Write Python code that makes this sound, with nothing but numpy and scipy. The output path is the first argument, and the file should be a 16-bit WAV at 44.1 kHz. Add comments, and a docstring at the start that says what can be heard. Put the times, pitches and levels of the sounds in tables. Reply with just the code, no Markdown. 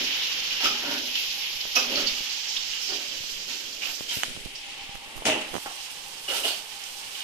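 """Melon wedges split on a floor blade in a hard, echoing kitchen, heard by a hand-carried phone. From the start
there are steady hiss, low room noise and crunches, scrapes and set-downs on a steel plate. Over the first five
seconds the hiss fades as the phone turns away; case ticks crowd near 4.2 and 5.5 s. A soft knock on the case
comes at 5.2 s and plate-rim taps at 5.7 s; the hiss lifts briefly near 6.5 s, and small scrapes end it. Noise
makes hiss and rumble, dense clicks drive the ringing; each grip shades two microphone ports."""
import sys
import numpy as np
from scipy import signal
from scipy.fft import rfft, irfft, next_fast_len
from scipy.io import wavfile

SR = 44100
rng = np.random.default_rng(int(sys.argv[2]) if len(sys.argv) > 2 else 0)


def master(y):
    """Save y as 16-bit WAV."""
    cut = np.clip(np.atleast_2d(y).T, -1, 1)
    pcm = np.round(cut * 32767)  # scale
    wavfile.write(sys.argv[1], SR, pcm.astype(np.int16))


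N = 318843

# Steady hiss at the phone: t/s, level/dB, added above 8 kHz/dB
HISS = [(0.0, -24.5, -3.5), (0.28, -26.5, -4), (0.55, -26.5, -5), (1.03, -29.5, 0.5), (1.4, -29, 1),
        (1.72, -30.5, -2.5), (1.97, -25.5, -2.5), (2.22, -30.5, 0), (2.6, -31, -2.5), (2.96, -31.5, 1.5),
        (3.28, -35, 2.5), (3.75, -37, 3), (4.05, -37, 7.5), (4.4, -39.5, 4), (4.8, -37, -10),
        (5.22, -42, 8), (5.46, -40, 4.5), (5.8, -38.5, -5), (6.2, -40, -2.5), (6.42, -36, 1),
        (6.48, -32.5, 1), (6.66, -39, -4), (6.95, -39, -2), (7.23, -38, -2)]
# Lower edge of the hiss, 900 to 2100 Hz: t/s, added/dB
HISS_EDGE = [(0, -0.5), (.9, 1.5), (1.1, -6.5), (1.7, -2), (2.2, 0.5), (3.0, 0), (3.8, 1), (4.6, -4),
             (5.5, 2), (6.2, -0.5), (7.23, 2)]
# Low room noise at the right port: t/s, mean level/dB, drone level/dB
MURMUR = [(0, -50.5, -54), (1.2, -51.5, -56.5), (2.3, -53.5, -55.5), (3.9, -52.5, -76), (4.8, -59, -50),
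          (5.2, -49.5, -50.5), (5.8, -57, -52), (6.2, -50.5, -51.5), (6.8, -60, -52), (7.23, -51, -52)]
# Relative spectrum of the low room noise: f/Hz, level/dB
MURMUR_COLOUR = [(35, -36), (60, -11), (108, -4.5), (542, 1.5), (649, -3.5), (814, -5.5), (1420, -9.5),
                 (2200, -1.5), (2860, -29), (4840, -120)]
# Bands mixed into the drone: f/Hz, width/Hz, relative level/dB
DRONE = [(808.4, 17, 10.5), (863, 27, 5.5), (911, 16, 5), (1036, 160, -4.5)]

# Bumps of the hand on the case: t of the top/s, level midway between ports/dB, L-R/dB,
# time from the top to 1/e of the power/s
BUMPS = [(0.0, -66, -14, .1), (0.534, -54, 9, 0.04), (0.715, -50, -11, 0.075), (1.57, -45.5, -6, 0.048),
         (1.95, -59, -1, .07), (2.112, -54, 12, 0.088), (3.058, -56, 0, 0.049), (3.197, -45, 9, 0.031),
         (3.513, -54, 5, 0.17), (4.07, -54, -1, .05), (4.238, -53, 17, 0.05), (4.32, -48, 0, .05),
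         (4.42, -49.5, -22, 0.13), (4.915, -51.5, -20, 0.15), (5.184, -44, -23, 0.015),
         (5.42, -61, -28, 0.072), (5.542, -55, -18, .05), (7.07, -59, 3, 0.073)]
HOLDING_DB = -57.5   # steady rumble of the holding hand
# Finger ticks on the case: t/s, push level/dB, L-R/dB, length/ms (at least 0.03), +1 press or -1 release
TICKS = [(1.654, -21, -25, 0.24, 1), (2.206, -27, 22, 0.39, 1), (3.205, -34, 18, 1.3, 1),
         (3.24, -27, 24, 0.21, 1), (4.0087, -18, 32, 0.32, 1), (4.1678, -31, 30, 0.53, -1),
         (4.1706, -21.5, 30, 0.73, 1), (4.1768, -26, 30, 0.43, -1), (4.188, -27, 30, 0.38, 1),
         (4.23405, -8.5, -7, 0.07, -1), (4.23424, -6, -4.5, 0.09, 1), (4.2384, -22, -8, .1, 1),
         (4.2423, -22, -8, .1, 1), (4.2437, -24, -8, .1, -1), (4.2838, -28, -26, 0.68, 1),
         (4.3145, -34, -26, 0.34, -1), (4.353, -34, -26, 1.3, -1), (4.3658, -23.5, -26, 0.25, -1),
         (4.3743, -28, -26, 1, -1), (4.4592, -21, -30, 0.68, -1), (4.4686, -31, -30, .2, -1),
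         (4.893, -31, -26, 0.96, 1), (4.9554, -22.5, -28, 0.14, -1), (5.179, -26, -30, 0.17, -1),
         (5.186, -31, -32, 0.18, 1), (5.1904, -34, -30, .2, -1), (5.189, -32, -30, 5.0, -1),
         (5.53, -33, -35, .3, 1), (5.534, -24, -39, 0.37, 1), (5.5363, -27, -40, 0.24, 1),
         (5.5397, -19, -37, 0.38, 1), (5.5425, -13.5, -37, 0.2, 1), (5.5454, -22, -37, .25, 1),
         (5.5536, -10, -40, 0.27, 1), (5.5575, -20, -40, .3, 1), (5.5651, -12.5, -29, 0.17, 1),
         (5.5699, -20, -35, 0.41, 1), (5.5806, -24, -38, 0.25, 1), (5.5817, -17.5, -38, .2, 1)]
# Ringing of the case, duller for long ticks: f/Hz, level before dulling/dB, t60/s
CASE_RING = [(1600, -9.5, 0.0019), (3000, -14, 0.022), (6350, -5.5, 0.0094)]
SWING_SHARE, SWING_STRETCH = 0.38, 3.1   # the membrane swings back this far, this much slower
# Bending waves: delay to the far port is CASE_TRAVEL_MS * (1 / kHz - 1 / 3) ms; they also dull
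CASE_TRAVEL_MS, CASE_CUT_HZ = 1.62, 2600

ROOM_DB, NOTE_ROOM_DB, TAP_ROOM_DB = -13, -18, -17   # gain of the kitchen echo
ROOM_T60_S, WALL_CUT_HZ = 0.54, 2100   # t60 before the walls' dulling

# Light knocks, on the phone case at 5.22 s and on the plate rim after: t/s, click f/Hz, click level/dB, ring
# level/dB, L-R/dB, left port late/ms
TAPS = [(5.2215, 720, -24, -55, 0, .38), (5.6595, 950, -32, -34, -4, .2), (5.6633, 950, -26, -33, -5, .2)]
# Modes of the plate rim: f/Hz, relative level/dB, t60/s
RIM = [(640, -8, .05), (856, -1, .1), (1109, 0, .06), (1400, -8, .03), (1890, -14, .03)]
TAP_CLICK_CYCLES = 0.45   # the click swells for this long, then dies

# Single plate notes, sliding or struck: t/s, pressing time/s, t60 before stretch/s, f/Hz, width/Hz, level/dB
NOTES = [(0.635, 0.026, 0.22, 1310, 70, -30.5), (0.645, 0.028, .2, 1505, 40, -36.5),
         (0.65, 0.11, 0.48, 825, 36, -45), (0.81, .12, 0.67, 281, 40, -41),
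         (0.81, 0.095, 0.47, 576, 45, -41.5), (0.885, .05, .3, 285, 40, -46),
         (0.86, 0.053, 0.23, 930, 25, -43), (1.76, 0.034, 0.22, 500, 40, -37),
         (1.76, 0.024, 0.19, 1170, 180, -31), (1.895, 0.072, 0.46, 278, 55, -41),
         (1.905, 0.041, 0.18, 548, 40, -35.5), (2.0, 0.068, .4, 243, 40, -45.5),
         (2.88, .05, 0.41, 384, 35, -44), (2.88, 0.059, .2, 750, 35, -46), (5.255, .04, .4, 157, 50, -60),
         (5.255, 0.024, 0.4, 219, 50, -50), (5.255, 0.02, 0.45, 290, 45, -35.5),
         (5.27, 0.092, 0.31, 346, 90, -38.5), (5.335, .05, .3, 483, 250, -41.5),
         (5.656, 0.014, 0.076, 1000, 900, -36), (5.66, .01, 0.29, 800, 50, -45),
         (5.695, .01, .1, 800, 500, -43), (5.255, 0.028, 0.28, 452, 60, -32.5),
         (5.255, 0.044, 0.29, 617, 35, -34), (5.255, 0.034, 1, 780, 200, -38),
         (6.28, 0.051, 0.16, 530, 45, -39), (6.285, 0.1, .15, 1350, 75, -45),
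         (6.434, 0.023, 0.21, 650, 90, -35.5)]
# Scrapes that favour one band: t/s, pressing time/s, t60 before stretch/s, f/Hz, width/Hz,
# glide/(Hz/s), level/dB
SCRAPES = [(.15, 0.09, 0.14, 3750, 400, 3, -30), (1.15, .006, .12, 3200, 900, 0, -30),
           (0.63, 0.03, 0.12, 5170, 930, 0, -18.5), (1.152, 0.051, 0.29, 2650, 150, 14, -35),
           (1.152, 0.073, 0.2, 3200, 150, 0, -40), (1.755, .01, 0.34, 5550, 1050, 2, -15),
           (1.76, 0.013, 0.082, 2560, 100, 0, -19), (1.76, 0.016, 0.2, 3280, 150, 0, -35),
           (1.605, 0.0074, .05, 3900, 1500, 0, -24.5), (1.942, 0.032, 0.29, 4340, 650, 0, -26),
           (1.956, 0.003, 0.024, 4660, 1200, 0, -25), (1.95, 0.024, 0.15, 3000, 250, 7, -39),
           (2.065, 0.015, 0.15, 4500, 400, 2, -21), (2.06, .03, .15, 3730, 400, 0, -33),
           (2.21, 0.0044, 0.034, 3500, 1200, 0, -33), (2.292, 0.018, 0.074, 4330, 620, -3, -27),
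           (2.47, 0.036, .15, 5470, 900, 3, -30), (2.563, 0.0056, 0.076, 3600, 500, 0, -21),
           (2.565, 0.0045, .06, 4570, 800, 0, -34), (2.66, 0.0086, .05, 5030, 1200, 4, -32),
           (2.731, 0.0091, .08, 2810, 200, 1, -30.5), (2.81, 0.055, .2, 5330, 900, 0, -31),
           (2.871, 0.049, 0.14, 4750, 800, -6, -30), (2.934, .006, .05, 4000, 1800, -2, -27),
           (3.812, 0.036, 0.11, 2330, 250, 3998, -28), (3.85, 0.058, .12, 2890, 120, 0, -52),
           (3.82, 0.11, 0.25, 12800, 2500, -7, -24.5), (4.084, 0.038, 0.085, 3180, 60, -1500, -33.5),
           (4.12, 0.054, 0.4, 13300, 2500, 1, -15.5), (4.548, 0.02, 0.23, 5400, 920, 2, -28.5),
           (5.251, 0.0068, 0.36, 6000, 1170, 0, -16), (5.261, 0.054, 0.46, 2770, 130, -600, -31),
           (6.278, 0.008, 0.23, 2896, 90, -3, -31.5), (6.34, 0.036, .12, 3780, 200, 0, -40),
           (6.432, 0.021, 0.11, 2900, 350, 0, -29), (6.45, 0.025, .15, 3340, 120, 0, -36),
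           (6.465, 0.025, 0.34, 4420, 60, 0, -30), (6.45, 0.044, 0.24, 3750, 900, 0, -32),
           (6.835, 0.0069, 0.054, 6040, 900, 0, -31), (7.151, .002, .02, 3000, 900, 0, -29),
           (7.204, 0.0026, .03, 3020, 900, 3, -29), (7.22, .002, .02, 3000, 900, 0, -38)]
# Crunches and set-downs: t/s, pressing time/s, t60 before stretch/s, low ring level/dB,
# ring tilt/(dB/octave), crackle level/dB, fine crackle level/dB
CRUNCH = [(0, 0.0052, 0.18, -31, 1, -38, -37), (0.6, .02, .2, -39, 9, -27, -22),
          (0.628, 0.037, 0.18, -33, 0.5, -21, -16), (0.801, 0.097, 0.55, -42.5, 7, -33.5, -42),
          (0.876, 0.11, 0.16, -46, -4, -37, -24), (1.15, 0.018, 1, -75, 14, -32, -21.5),
          (1.752, 0.007, 0.14, -40, 11, -29, -10.5), (1.76, 0.0081, 0.48, -32, 5.5, -31.5, -18.5),
          (1.901, 0.014, 0.17, -34, 2, -38, -35), (1.942, 0.087, 0.1, -40.5, 7.5, -32, -23),
          (2.871, 0.059, 0.42, -42, 3, -34.5, -42), (3.287, 0.028, 0.14, -71, -5, -47, -24.5),
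          (3.474, 0.031, 0.73, -47, 0.5, -31.5, -24.5), (3.803, 0.091, 0.19, -51, 11.5, -31.5, -25.5),
          (3.937, .02, 0.19, -80, 0., -49, -26.5), (4.078, 0.022, 0.17, -52, 0, -39, -24),
          (4.101, 0.028, 0.53, -53.5, 10, -30, -21), (4.148, 0.15, 0.68, -48.5, 2.5, -48, -27),
          (4.609, 0.13, 0.71, -60, 7, -45, -34), (5.251, 0.013, 0.14, -24.5, 4.5, -22, -10.5),
          (5.268, 0.032, 0.38, -42, 3.5, -24, -25), (5.375, .015, .1, -54, -4, -36, -30),
          (5.406, 0.021, 0.1, -57, 5, -33.5, -29), (5.895, 0.019, 0.2, -63.5, 1, -40, -33),
          (6.277, 0.033, 0.42, -38.5, 14, -30.5, -25.5), (6.329, 0.057, 0.11, -59, 4, -30, -25.5),
          (6.434, 0.052, 0.12, -43, 14, -33.5, -24.5), (7.148, 0.027, 0.9, -65, -4, -40.5, -51)]
# What plate, fruit and floor ring with, low and high: f/Hz, width/Hz, relative level/dB
LOW_BODY = [(246.7, 25, 0), (297, 34, -0.5), (383, 100, 0.5), (445, 32, -7.5), (525, 110, -4.5),
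            (606, 200, -2)]
HIGH_BODY = [(772, 93, -1.5), (941, 13, -5), (1058, 89, -7.5), (1308, 92, 3.5), (1416, 330, 7),
             (1770, 550, 4)]
RISE_SHARE = 0.4        # share of the pressing time spent rising; the rest holds
HIGH_RING_DB = -6.5     # offset of the high ring from midway between low ring and crackle
TILT_PIVOT_HZ, HIGH_TILT_OCTAVES = 395, 0.51   # the tilt turns here and reaches this far into the high ring

# Colour of the microphone ports: f/Hz, then left level/dB and right level/dB for each of four grips
PORTS = [(1350, -15.5, -16.5, -17.5, -15, -16, -13, -17.5, -9),
         (1950, -11, -8.5, -9.5, -9.5, -4.5, -4, -8, -7), (3035, -0.5, 1, -4, 3.5, -1.5, 2.5, -3.5, 4.5),
         (3595, -4, -4, -6.5, -1, -5.5, -3.5, -7.5, -0.5),
         (5340, -15, -1.5, -8, 1.5, -10.5, -8.5, -11.5, -1),
         (7090, -22.5, -12.5, -14, -6.5, -11, -22.5, -12.5, -5.5),
         (9060, -35, -35.5, -27, -22.5, -11.5, -48, -4.5, -5.5),
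         (10150, -23.5, -23, -24.5, -24, -16, -21, -8, -14.5),
         (12150, -20, -17, -26.5, -18.5, -28, -30, -14.5, -11),
         (14500, -22, -16, -32, -15, -23, -32, -20, -6.5)]
# How the hand changes its hold: t/s, grip number
GRIP = [(0, 0), (1.9, 0), (2.5, 1), (4.0, 1), (4.3, 2), (5.45, 2), (5.62, 3), (7.23, 3)]
# Resonance of the narrow port openings, added to the scrapes: f/Hz, width/Hz, level/dB
PORT_PIPE = (2930, 84, 0.)
LEFT_LAG, LEFT_DB = 7, -2.5   # the left port hears low sound late (samples) and weaker (dB)
SELF_NOISE_DB, CUTOFF_HZ = -57, 14250


def from_db(db):
    """Decibels to gain."""
    return 10 ** (np.asarray(db) / 20)


def rms_one(x):
    """Scale to unit power."""
    return x / np.sqrt(np.mean(x ** 2) + 1e-20)


def in_time(rows):
    """Columns of a curve table, one value a sample."""
    s, *columns = np.transpose(rows)
    return [np.interp(np.arange(N) / SR, s, c) for c in columns]


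def drift(rate_hz):
    """Slow random wander with unit RMS: noise through two equal low-pass poles."""
    step = 40   # computed at every 40th sample
    r = np.exp(-2 * np.pi * rate_hz * step / SR)
    noise = rng.standard_normal(N // step + 2002)
    slow = signal.lfilter([1], [1, -2 * r, r * r], noise)[2000:]   # settled part only
    return np.interp(np.arange(N) / step, np.arange(len(slow)), rms_one(slow))


def colour(x, hz, level_db):
    """Smooth tone shaping, straight on a log-frequency axis."""
    size = next_fast_len(N + 4096)
    log_hz = np.log(np.maximum(np.arange(size // 2 + 1) * SR / size, 1))
    gain = from_db(np.interp(log_hz, np.log(hz), level_db))
    return irfft(rfft(x, size) * gain, size)[..., :N]


def filtered(x, hz, kind):
    """Second-order Butterworth filter."""
    return signal.sosfilt(signal.butter(2, hz, kind, fs=SR, output="sos"), x)


def resonance(x, hz, width_hz):
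    """One resonance with gain 1 on top."""
    r = np.exp(-np.pi * width_hz / SR)
    zeros = np.array([1, 0, -1]) * (1 - r * r) / 2
    poles = [1, -2 * r * np.cos(2 * np.pi * hz / SR), r * r]
    return signal.lfilter(zeros, poles, x)


def alike_noise(share):
    """Two channels of white noise with this share of their power in common."""
    common, left, right = rng.standard_normal((3, N))
    share = np.clip(share, 0, 1)
    return np.sqrt(share) * common + np.sqrt(1 - share) * np.array([left, right])


def hiss(slow_db, fast_db, edge_db, top_db):
    """Diffuse bright noise that wavers, each part of its range partly by itself."""
    out, together = 0, drift(3.2)
    bands = [(900, 2100, edge_db), (2100, 3600, 0), (3600, 8000, 0), (8000, 16000, top_db)]
    for low, high, added_db in bands:
        band = filtered(alike_noise(0.028), [low, high], "band")
        out = out + band * from_db(added_db + slow_db * together + fast_db * drift(20.0))
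    return out


def murmur():
    """Low room noise and drone: long waves reach both ports nearly alike."""
    murmur_db, drone_db = in_time(MURMUR)
    air = alike_noise(0.78)
    air[0] = np.roll(air[0], LEFT_LAG)
    low = rms_one(colour(air, *np.transpose(MURMUR_COLOUR)))
    low = low * from_db(murmur_db + 2 * drift(3.6))
    drone = rms_one(sum(from_db(db) * resonance(air, hz, width) for hz, width, db in DRONE))
    return from_db([[LEFT_DB], [0]]) * (low + from_db(drone_db) * drone)


def rumble():
    """Hand on the case: lumpy low noise, its own at each port, swelling at each bump."""
    t, power = np.arange(N) / SR, from_db(2 * HOLDING_DB)
    for s, level_db, pan_db, length in BUMPS:
        # doubled dB give power, so the pan is shared evenly by the two ports
        top = from_db([[2 * level_db + pan_db], [2 * level_db - pan_db]])
        power = power + top * np.exp(-((t - s) / length) ** 2)
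    noise = rng.standard_normal((2, N))
    low = colour(noise, [8, 18, 45, 150, 600], [-0.5, -7.5, -26.5, -25.5, -41.0])
    lumps = from_db(6.5 * np.clip([drift(17.0), drift(36.0)], -3, 2))
    return rms_one(low * lumps) * np.sqrt(power)


def fingers():
    """A tick pushes the membrane, which swings back; the case rings and carries it to the far port."""
    out = np.zeros((2, N + SR))
    t = np.arange(SR // 20) / SR
    khz = np.maximum(np.arange(len(t) // 2 + 1) * SR / len(t), 150) / 1000
    dulling = 1 / (1 + (1000 * khz / CASE_CUT_HZ) ** 2)
    travel = np.exp(-2j * np.pi * CASE_TRAVEL_MS * (np.log(khz) - khz / 3)) * dulling
    for s, peak_db, pan_db, length_ms, way in TICKS:
        x = 1000 * t / max(length_ms, .03)
        back = x / SWING_STRETCH
        push = x ** 2 * np.exp(2 - 2 * x) - SWING_SHARE * back ** 2 * np.exp(2 - 2 * back)
        for hz, ring_db, t60 in CASE_RING:
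            ring = from_db(ring_db - 60 * t / t60) * np.sin(2 * np.pi * hz * t)
            push = push + ring / (1 + (length_ms * hz / 900) ** 2)   # a long tick rings less
        far = from_db(-abs(pan_db)) * irfft(rfft(push) * travel, len(t))
        sides = [push, far] if pan_db > 0 else [far, push]
        out[:, round(s * SR):][:, :len(t)] -= np.sign(way) * from_db(peak_db) * np.array(sides)
    return out[:, :N]


def kitchen(x):
    """Echo off hard walls: eight feedback delays a side, duller on every round."""
    size = next_fast_len(N + SR)
    w = 2 * np.pi * np.arange(size // 2 + 1) / size
    dull = 1 / np.sqrt(1 + (w * SR / (2 * np.pi * WALL_CUT_HZ)) ** 2)
    answer = np.zeros((2, len(w)), complex)
    lags = (rng.uniform(0.0073, .035, 16) * SR).astype(int)
    for k, lag in enumerate(lags):
        loop = from_db(-60 * lag / SR / ROOM_T60_S) * dull ** 0.17 * np.exp(-1j * w * lag)
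        answer[k % 2] += (-1) ** (k // 2) * loop / (1 - loop)
    return irfft(rfft(x, size) * answer, size)[:, :N]


def taps():
    """Soft, dull knocks: a click and five ringing modes of the plate rim, with their echo."""
    knocks = np.zeros((2, N))
    for s, hz, click_db, ring_db, pan_db, late_ms in TAPS:
        t = np.maximum(np.arange(N) / SR - s - np.array([[late_ms], [0]]) / 1000, 0)
        cycles = hz * t
        x = cycles / TAP_CLICK_CYCLES
        click = from_db(click_db) * x ** 2 * np.exp(2 - 2 * x) * np.sin(2 * np.pi * cycles)
        ring = sum(from_db(ring_db + db - 60 * t / t60) * np.sin(2 * np.pi * mode_hz * t)
                   for mode_hz, db, t60 in RIM)
        knocks -= from_db([[pan_db], [0]]) * (click + ring)
    return knocks + from_db(TAP_ROOM_DB) * kitchen(knocks[1])


def crackle(per_s, spread_db):
    """Cells burst as dense clicks of uneven size, at a rate that wanders about per_s."""
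    sizes = from_db(spread_db * np.minimum(rng.exponential(1, N), 5)) * rng.choice([-1, 1], N)
    chance = per_s * from_db(4 * drift(60.0)) / SR
    return rms_one(sizes * (rng.random(N) < chance))


def stroke(row, level_db, t60_stretch):
    """Start sample and envelope of one stroke: a ramp up, a hold, then an even fall in dB."""
    s, press, t60 = row[0], max(row[1], .002), max(row[2] * t60_stretch, .02)
    at = round(s * SR)
    t = np.arange(min(SR, N - at)) / SR   # one second at most
    fall = from_db(level_db - 60 * np.maximum(t - press, 0) / t60)
    return at, fall * np.minimum(t / (RISE_SHARE * press), 1)


def strokes(level_db, t60_stretch):
    """Summed envelope of all crunches and set-downs."""
    out = np.zeros(N)
    for row, db in zip(CRUNCH, level_db):
        at, envelope = stroke(row, db, t60_stretch)
        out[at:at + len(envelope)] += envelope
    return out


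def notes():
    """Plate notes: rubbing grains shake one narrow mode at a time."""
    force, out = crackle(per_s=2500.0, spread_db=2.5), np.zeros(N)
    for row in NOTES:
        hz, width_hz, level_db = row[3:]
        at, envelope = stroke(row, level_db, 0.8)
        span = slice(at, at + len(envelope))
        out[span] += envelope * rms_one(resonance(force[span], hz, width_hz))
    direct = np.array([from_db(LEFT_DB) * np.roll(out, LEFT_LAG), out])
    return direct + from_db(NOTE_ROOM_DB) * kitchen(out)


def body(modes, level_db, tilt_db, t60_stretch):
    """The crackle shakes every mode, with a strength that wanders from blow to blow."""
    force, out = crackle(per_s=2100.0, spread_db=2.5), 0
    for k, (hz, width, db) in enumerate(modes):
        mode = from_db(db) * rms_one(resonance(force * from_db(1.5 * drift(3)), hz, width))
        envelope = strokes(level_db + tilt_db * np.log2(hz / TILT_PIVOT_HZ), t60_stretch)
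        out = out + (-1) ** k * mode * envelope
    return out / np.sqrt(len(modes))


def rasps(cells):
    """Each scrape favours one band of its own, which may slide while the blade moves."""
    out = np.zeros((2, N))
    for row in SCRAPES:
        press, _, hz, width_hz, glide, level_db = row[1:]
        at, envelope = stroke(row, level_db, 0.84)
        span = slice(at, at + len(envelope))
        band = resonance(cells[:, span], hz, width_hz)
        # the slide goes on for twice the pressing time, then the band stays put
        slide_hz = glide * np.minimum(np.arange(len(envelope)) / SR, 2 * press)
        turn = np.exp(2j * np.pi * np.cumsum(slide_hz) / SR)
        out[:, span] += envelope * rms_one(np.real(signal.hilbert(band) * turn))
    pipe_hz, pipe_width_hz, pipe_db = PORT_PIPE
    return out + from_db(pipe_db) * resonance(out, pipe_hz, pipe_width_hz)


def fruit():
    """Bright crackle (scattered, so unlike at the two ports) and the ringing under it."""
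    low_db, tilt_db, crackle_db, fine_db = np.transpose(CRUNCH)[3:]
    high_db = (low_db + crackle_db) / 2 + HIGH_RING_DB + HIGH_TILT_OCTAVES * tilt_db
    cells = np.array([crackle(per_s=7800.0, spread_db=2.0) for port in "LR"])
    coarse = rms_one(filtered(cells, [1700, 4200], "band"))
    spray = np.array([crackle(per_s=12000.0, spread_db=-4.0) for port in "LR"])
    fine = rms_one(filtered(spray, 4200, "high"))
    bright = coarse * strokes(crackle_db, 0.62) + fine * strokes(fine_db, 1.0) + rasps(cells)
    low = body(LOW_BODY, low_db, tilt_db, 2.4)
    high = body(HIGH_BODY, high_db, 0, 0.88)
    direct = np.array([from_db(LEFT_DB) * np.roll(low + high, LEFT_LAG), low + high])
    echo = kitchen(low)
    echo = 0.34 * echo + 0.5 * echo.mean(0)     # long waves fill the room alike at both ports
    ring = direct + from_db(ROOM_DB) * (echo + kitchen(high))
    return bright + from_db(ROOM_DB) * kitchen(bright[0]), ring


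def ports(x):
    """The treble passes the microphone ports, whose colour slides from grip to grip."""
    hz, *levels_db = np.transpose(PORTS)
    grip, out = in_time(GRIP)[0], np.zeros((2, N))
    for k, level_db in enumerate(levels_db):
        port = k % 2
        weight = np.clip(1 - np.abs(grip - k // 2), 0, 1)
        out[port] += weight * colour(x[port], hz, level_db)
    return out


def scene():
    """All sources at the two microphone ports."""
    bright, ring = fruit()
    hiss_db, top_db = in_time(HISS)
    air = hiss(slow_db=0.3, fast_db=1.3, edge_db=in_time(HISS_EDGE)[0], top_db=top_db)
    steady = from_db(hiss_db) * rms_one(ports(air))
    return steady + ports(bright) + ring + murmur() + fingers() + rumble() + taps() + notes()


def record(dry):
    """The microphone capsules add faint noise of their own; the top is cut steeply."""
    own = from_db(SELF_NOISE_DB) * rng.standard_normal(dry.shape)
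    cut = signal.ellip(14, .5, 100, CUTOFF_HZ, fs=SR, output="sos")
    return signal.sosfilt(cut, dry + own)


dry = scene()
out = record(dry)
master(out)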